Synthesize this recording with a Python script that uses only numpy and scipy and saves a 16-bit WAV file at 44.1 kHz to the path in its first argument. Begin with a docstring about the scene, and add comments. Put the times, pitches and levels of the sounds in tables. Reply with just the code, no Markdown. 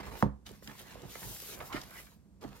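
"""Over quiet room tone, covers rub, a low rumble and a soft bump open the scene at a wooden desk.
Edges tick, a sheet hisses, and a book drops shut: clap, thud, rattle (noise) and desk ring (decaying sines).
A paper pad is then drawn from its sleeve: shaped noise slides, rubs, ticks and scrapes between bumps.
The pad is laid down with a last soft bump. A close microphone pair hears it all with faint wall echoes."""
import sys
import numpy as np
from scipy import signal
from scipy.fft import rfft, irfft
from scipy.io import wavfile
from scipy.ndimage import map_coordinates

SR = 44100
rng = np.random.default_rng(int(sys.argv[2]) if len(sys.argv) > 2 else 0)


def log_audio(samples):
    """Write samples as a 16-bit WAV file to the path given in sys.argv[1]."""
    # one column per channel
    frames = np.atleast_2d(samples).T
    # limit to full scale, then quantise
    limited = np.clip(frames, -1, 1)
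    pcm = np.round(limited * 32767).astype(np.int16)
    wavfile.write(sys.argv[1], SR, pcm)


N = 114660
LOOP_N = 32768  # samples before looped noise repeats
T = np.arange(N) / SR
# frequency axes [Hz], offset by 1 Hz to keep logarithms finite
F = np.fft.rfftfreq(2 * N, 1 / SR) + 1
LOOP_F = np.fft.rfftfreq(LOOP_N, 1 / SR) + 1

# microphone pair: (frequency [Hz], share of scattered sound [0-1],
# left minus right level [dB], left phase lead [rad])
PAIR = [(100, 0.01, -4, 1), (300, 0.1, -5.5, 0.9), (986, 0.3, -4, 1.17), (2200, 0.6, -1, 1),
        (4040, 0.8, -2.5, 1.5), (7500, 0.62, 5.5, 2.5), (10380, 0, -0.5, 1.64), (13800, 0, 0.5, 0),
        (17000, 0.63, -1, -5.5)]


def amp(db):
    """Decibels to gain."""
    return 10 ** (np.asarray(db) / 20)


def unit(x):
    """Scale to rms 1."""
    return x / np.sqrt(np.mean(x ** 2))


def over_hz(table, axis=1, f=F):
    """One column of a table, joined on a log-frequency axis."""
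    table = np.array(table)
    return np.interp(np.log(f), np.log(table[:, 0]), table[:, axis])


def shaped(x, gain):
    """Filter by a gain per frequency."""
    return irfft(rfft(x, 2 * N) * gain)[..., :N]


def fade(start_s, t60_s):
    """Sudden start and exponential decay by 60 dB per t60."""
    return (T >= start_s) * np.exp(-np.log(1000) * np.maximum(T - start_s, 0) / t60_s)


def wander(rate_hz):
    """Random values joined by lines."""
    return np.interp(T * rate_hz, np.arange(N // 20), rng.standard_normal(N // 20))


def detuning(hz):
    """How far each loop frequency lies from a resonance."""
    return LOOP_F / hz - hz / LOOP_F


def hiss(gain, f=LOOP_F):
    """Noise of a given spectrum at rms 1, partly shared by the microphones; repeats to fill N."""
    share = np.clip(over_hz(PAIR, axis=1, f=f), 0, 1)
    z = rng.standard_normal((3, 2 * len(f))).view(complex)
    common = z[0] * np.sqrt(1 - share)
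    scattered = z[1:] * np.sqrt(share)
    x = unit(irfft((common + scattered) * gain))
    return np.tile(x, N // x.shape[1] + 1)[:, :N]


def noise(colour, tilt_db=0, f=LOOP_F):
    """Coloured noise at both microphones, tilted per octave above 150 Hz."""
    return hiss(amp(over_hz(colour, f=f) + tilt_db * np.log2(np.maximum(f, 150))), f)


def friction(strokes, colour, rough_db, catch_hz):
    """Strokes swell, hold and die away, 20 dB per rise or fall time; fibres catch and slip."""
    out = 0
    for at_s, rise_s, hold_s, fall_s, db, tilt_db in strokes:
        before = np.maximum(at_s - T, 0) / max(rise_s, .003)
        after = np.maximum(T - at_s - hold_s, 0) / max(fall_s, .003)
        level_db = db - 20 * np.minimum(before + after, 10)
        out = out + amp(level_db) * noise(colour, tilt_db)
    roughness_db = rough_db * wander(catch_hz) + rough_db / 2 * wander(catch_hz / 6)
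    return out * unit(amp(roughness_db))


def push(at_s, hz, cycles):
    """A short swing of pressure from a flat face meeting the desk."""
    turn = (T - at_s) * hz
    return -np.exp(-(turn / cycles) ** 2) * np.cos(2 * np.pi * turn)


def desk(at_s):
    """The desk top takes up a blow and rings in decaying modes."""
    # desk modes: (frequency [Hz], level [dB], t60 [s])
    modes = [(60.1, -8, 0.37), (110.3, -9.5, .22), (136.4, -4, 0.27), (202.5, -3, 0.24), (277.6, -6, 0.16),
             (384.7, -10.5, .2), (493, -15.5, .18), (530, -16.5, 0.11), (818, -24.5, .16), (850, -39, .18),
             (1034, -21, .16), (1103, -19, .14)]
    attack_s = 0.0012
    age_s = np.maximum(T - at_s, 0)
    ring = sum(amp(db) * fade(at_s, t60_s) * np.sin(2 * np.pi * hz * age_s) for hz, db, t60_s in modes)
    return (1 - np.exp(-(age_s / attack_s) ** 2)) * ring


def room_tone():
    """Steady noise, strongest in the bass."""
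    # room spectrum: (frequency [Hz], density [dB per Hz])
    room_colour = [(25, -7), (45, -4.5), (65, 6.5), (95, 1), (140, -3), (200, 2), (300, -10.5),
                   (600, -19.5), (1200, -28.5), (3000, -37.5), (8000, -35), (15000, -49)]
    return amp(-60) * noise(room_colour, f=F)


def rubs():
    """Covers and fingers rub; friction also stirs the desk modes."""
    # rub strokes: (full speed [s], rise [s], hold [s], fall [s], level [dB], tilt [dB per octave])
    rub_strokes = [(0.002, 0.06, 0.202, 0.091, -49, 1), (0.468, 0.0081, 0.028, 0.11, -55.5, -6.5),
                   (0.685, 0.045, 0.031, 0.118, -52, 1.5), (0.795, 0.0085, 0.004, 0.087, -53, -3.5),
                   (0.89, 0.089, 0.042, 0.063, -52.5, 4), (0.955, 0.049, 0.0044, 0.062, -48.5, -5.5),
                   (1.04, 0.052, 0.009, .12, -47.5, -5), (1.16, 0.013, 0.0035, 0.26, -53.5, -3.5),
                   (1.235, 0.052, 0.07, 0.22, -51, -5), (1.48, 0.16, 0.094, 0.16, -52, -1),
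                   (1.61, 0.092, 0.011, 0.1245, -49.5, -2), (1.742, 0.067, 0.02, 0.077, -39.5, -0.5),
                   (1.95, 0.25, 0.025, 0.17, -56.5, -0.5), (2.44, 0.027, 0.0084, 0.082, -44.5, -6.5),
                   (2.53, 0.11, 0.035, .1, -58.5, -3)]
    # rub spectrum: (frequency [Hz], density [dB per Hz])
    rub_colour = [(70, -6), (200, -8), (380, 0), (600, 0), (1050, -0.5), (1400, -4.5), (1800, -4.5),
                  (2800, -11), (5000, -18.5), (12000, -30.5)]
    desk_ring_db = -18.5
    rub = friction(rub_strokes, rub_colour, rough_db=3, catch_hz=180.2)
    ring = unit(desk(0)) / np.sqrt(N)  # unit energy
    return rub + amp(desk_ring_db) * shaped(rub, rfft(ring, 2 * N))


def drag_rumble():
    """One opening stroke of rough, low friction noise."""
    # stroke: (full speed [s], rise [s], hold [s], fall [s], level [dB], tilt [dB per octave])
    rumble_stroke = (0.004, .02, .2, .04, -50, 0)
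    # rumble spectrum: (frequency [Hz], density [dB per Hz])
    rumble_colour = [(25, -26), (48, -9.5), (62, 3.5), (85, -12.5), (200, -18), (400, -21.5), (1500, -47)]
    return friction([rumble_stroke], rumble_colour, rough_db=8, catch_hz=30)


def bumps():
    """Hands and pad land softly and stir the desk."""
    # bumps: (time [s], push level [dB], push pitch [Hz], desk ring level [dB])
    landings = [(0.004, -42, 330, -45.5), (0.262, -24, 138, -39), (0.512, -43.5, 425, -52),
                (0.626, -48.5, 497, -52), (0.683, -47.5, 227, -44.5), (0.958, -39.5, 590, -64),
                (1.054, -41.5, 140, -51), (1.158, -41, 545, -57), (1.269, -44, 115, -69),
                (1.315, -46.5, 125, -56), (1.426, -46, 475, -56), (1.62, -53, 108, -66),
                (1.7482, -29, 302, -44), (2.4521, -36, 275, -50)]
    out = 0
    for at_s, db, hz, ring_db in landings:
        out = out + amp(db) * push(at_s, hz, cycles=1.0) + amp(ring_db) * desk(at_s)
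    return out


def ticks():
    """Edges flick past each other: brief, broad noise bursts."""
    # ticks: (time [s], nominal peak [dB], centre [Hz], t60 [s])
    flicks = [(0.0635, -44, 7840, 0.013), (0.2267, -30, 3210, 0.0041), (0.465, -39, 3000, 0.052),
              (0.5155, -49, 7000, 0.024), (0.6238, -47.5, 1170, .04), (0.675, -31.5, 2870, 0.02),
              (0.7917, -40, 2740, 0.024), (0.7935, -43.5, 12000, .05), (1.019, -45.5, 5930, 0.024),
              (1.1547, -32, 1260, 0.028), (1.23, -39.5, 1390, 0.037), (1.364, -40, 2160, .02),
              (1.6035, -37, 1480, 0.088), (1.6562, -43, 2540, 0.011), (1.727, -34.5, 2870, 0.055),
              (1.764, -31.5, 1450, 0.073), (1.815, -34.5, 4427, 0.029), (2.068, -49.5, 1580, 0.067),
              (2.411, -56.5, 4960, 0.079), (2.4213, -49, 700, .07), (2.43, -45, 5500, 0.0093),
              (2.4386, -45.5, 3000, 0.024), (2.53, -47, 2000, 0.019)]
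    out = 0
    for at_s, peak_db, hz, t60_s in flicks:
        burst = hiss(1 / (1 + (0.88 * detuning(hz)) ** 2))
        out = out + amp(peak_db) / 2 * fade(at_s, t60_s) * burst  # rms is half the peak
    return out


def crackle():
    """Gain that jumps and decays where a crease snaps."""
    snaps_per_s, rise_db, t60_s = 45, 2.5, 0.015  # rise limit re steady gain
    snaps = (rng.random(N) < snaps_per_s / SR) * rng.exponential(.5, N)
    rises = shaped(snaps, rfft(fade(0, t60_s), 2 * N))
    return 1 + amp(rise_db) * np.minimum(rises, 1)


def slides():
    """Sheets slide over sheets: bright friction noise with crackle."""
    # slide strokes: (full speed [s], rise [s], hold [s], fall [s], level [dB], tilt [dB per octave])
    slide_strokes = [(0.205, 0.15, 0.0042, 0.053, -51.5, 0.5), (0.465, 0.01, 0.0061, 0.11, -51.5, -4),
                     (0.55, 0.068, .005, 0.17, -63.5, -2.5), (0.632, 0.021, 0.044, 0.32, -58, -0.5),
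                     (0.80, 0.091, 0.0049, 0.073, -51, -2), (0.90, 0.2, 0.16, 0.19, -57.5, -5),
                     (1.11, 0.041, 0.076, 0.2, -50.5, -2), (1.25, 0.18, 0.071, 0.44, -44, 2),
                     (1.5, 0.3, 0.042, .035, -46, -0.5), (1.66, 0.045, 0.013, 0.067, -50, 1),
                     (1.735, .02, 0.028, 0.21, -48, -4.5), (1.98, 0.19, .02, 0.12, -51, 0.5),
                     (2.09, 0.046, .05, 0.061, -67, -1), (2.415, 0.0083, 0.027, 0.32, -57.5, -5),
                     (2.56, 0.041, 0.009, 0.085, -59, -1)]
    # slide spectrum: (frequency [Hz], level [dB])
    slide_colour = [(500, -12), (1500, -3.5), (3200, -.5), (5000, 0), (8000, -2.3), (10500, -2.3),
                    (13000, -1.5), (15800, -1.4)]
    return friction(slide_strokes, slide_colour, rough_db=-0.5, catch_hz=498) * crackle()


def book():
    """The cover claps, the weight follows, pages shudder and the desk rings."""
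    # landing: (time [s], clap level [dB], thud level [dB])
    knock = (0.2256, -11, -15)
    # shudder spectrum: (frequency [Hz], density [dB per Hz])
    rattle_colour = [(60, 1), (250, 2), (400, 1.5), (530, 7), (680, -6), (900, 5.5), (1300, -31),
                     (1900, -16), (2600, -30), (6000, -33), (15000, -54.5)]
    clap_lag_s, thud_lag_s = 0.00073, .0079
    crack_db, rattle_db, ring_db = -24.5, -27, -23
    at_s, clap_db, thud_db = knock
    clap = amp(clap_db) * push(at_s + clap_lag_s, hz=926, cycles=0.75)
    # stiff edge of the cover, within the clap
    crack = amp(crack_db) * push(at_s + clap_lag_s, hz=1823, cycles=1.4)
    thud = amp(thud_db) * push(at_s + thud_lag_s, hz=187.3, cycles=0.56)
    rattle = amp(rattle_db) * noise(rattle_colour) * fade(at_s, t60_s=0.14)
    return clap + crack + thud + rattle + amp(ring_db) * desk(at_s + thud_lag_s / 2)


def scrapes():
    """An edge scrapes: a band of friction noise climbs as the gap under it closes."""
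    # scrapes: (loudest [s], half length [s], level [dB], centre [Hz], climb [octaves per s])
    strokes = [(1.725, .035, -49, 1150, 8), (1.975, .042, -53, 1900, 6)]
    width = 0.32  # share of the centre
    out = 0
    for at_s, half_s, db, hz, climb in strokes:
        band = hiss(1 / (1 + (detuning(hz) / width / 2) ** 2) ** 2)
        speed = 2 ** (climb * np.clip(T - at_s, -2 * half_s, 2 * half_s))
        place = np.cumsum(speed) % N  # reading faster raises the band
        swept = np.array([np.interp(place, np.arange(N), side) for side in band])
        out = out + amp(db) * swept * np.exp(-((T - at_s) / half_s) ** 2)
    return out


def flex(x):
    """A bending sheet's many small resonances come and go as shifting spectral peaks and dips."""
    depth_db, width_hz, lifetime_s = 3.2, 110, .05
    f, t, z = signal.stft(x, SR, nperseg=512)
    field = rng.standard_normal((int(f[-1] / width_hz) + 2, int(t[-1] / lifetime_s) + 2))
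    grid = np.meshgrid(f / width_hz, t / lifetime_s, indexing="ij")
    gain = unit(amp(depth_db * map_coordinates(field, grid, order=2)))
    return signal.istft(z * gain, SR)[1][:, :N]


def pair():
    """Gain and phase of the two microphones per frequency."""
    sides = np.array([[.5], [-.5]])
    return amp(sides * over_hz(PAIR, axis=2)) * np.exp(1j * sides * over_hz(PAIR, axis=3))


def walls():
    """Response of the walls: decaying noise per side, duller than the direct sound."""
    level_db, top_hz = -15.5, 2000
    tail = unit(rng.standard_normal((2, N)) * fade(0.0074, t60_s=0.3)) / np.sqrt(N)
    return amp(level_db) * rfft(tail, 2 * N) / np.hypot(1, F / top_hz)


def scene():
    """All sounds reach the pair directly and from the walls."""
    paper = flex(rubs() + drag_rumble() + ticks() + slides() + scrapes())
    dry = room_tone() + bumps() + paper + book()
    return shaped(dry, pair() * (1 + walls()))


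def record(dry):
    """The recorder cuts the deepest bass and the top."""
    top_hz = 15880
    high_pass = signal.butter(5, 40, "high", fs=SR, output="sos")
    thinned = signal.sosfilt(high_pass, dry)
    return shaped(thinned, F < top_hz)


dry = scene()
out = record(dry)
log_audio(out)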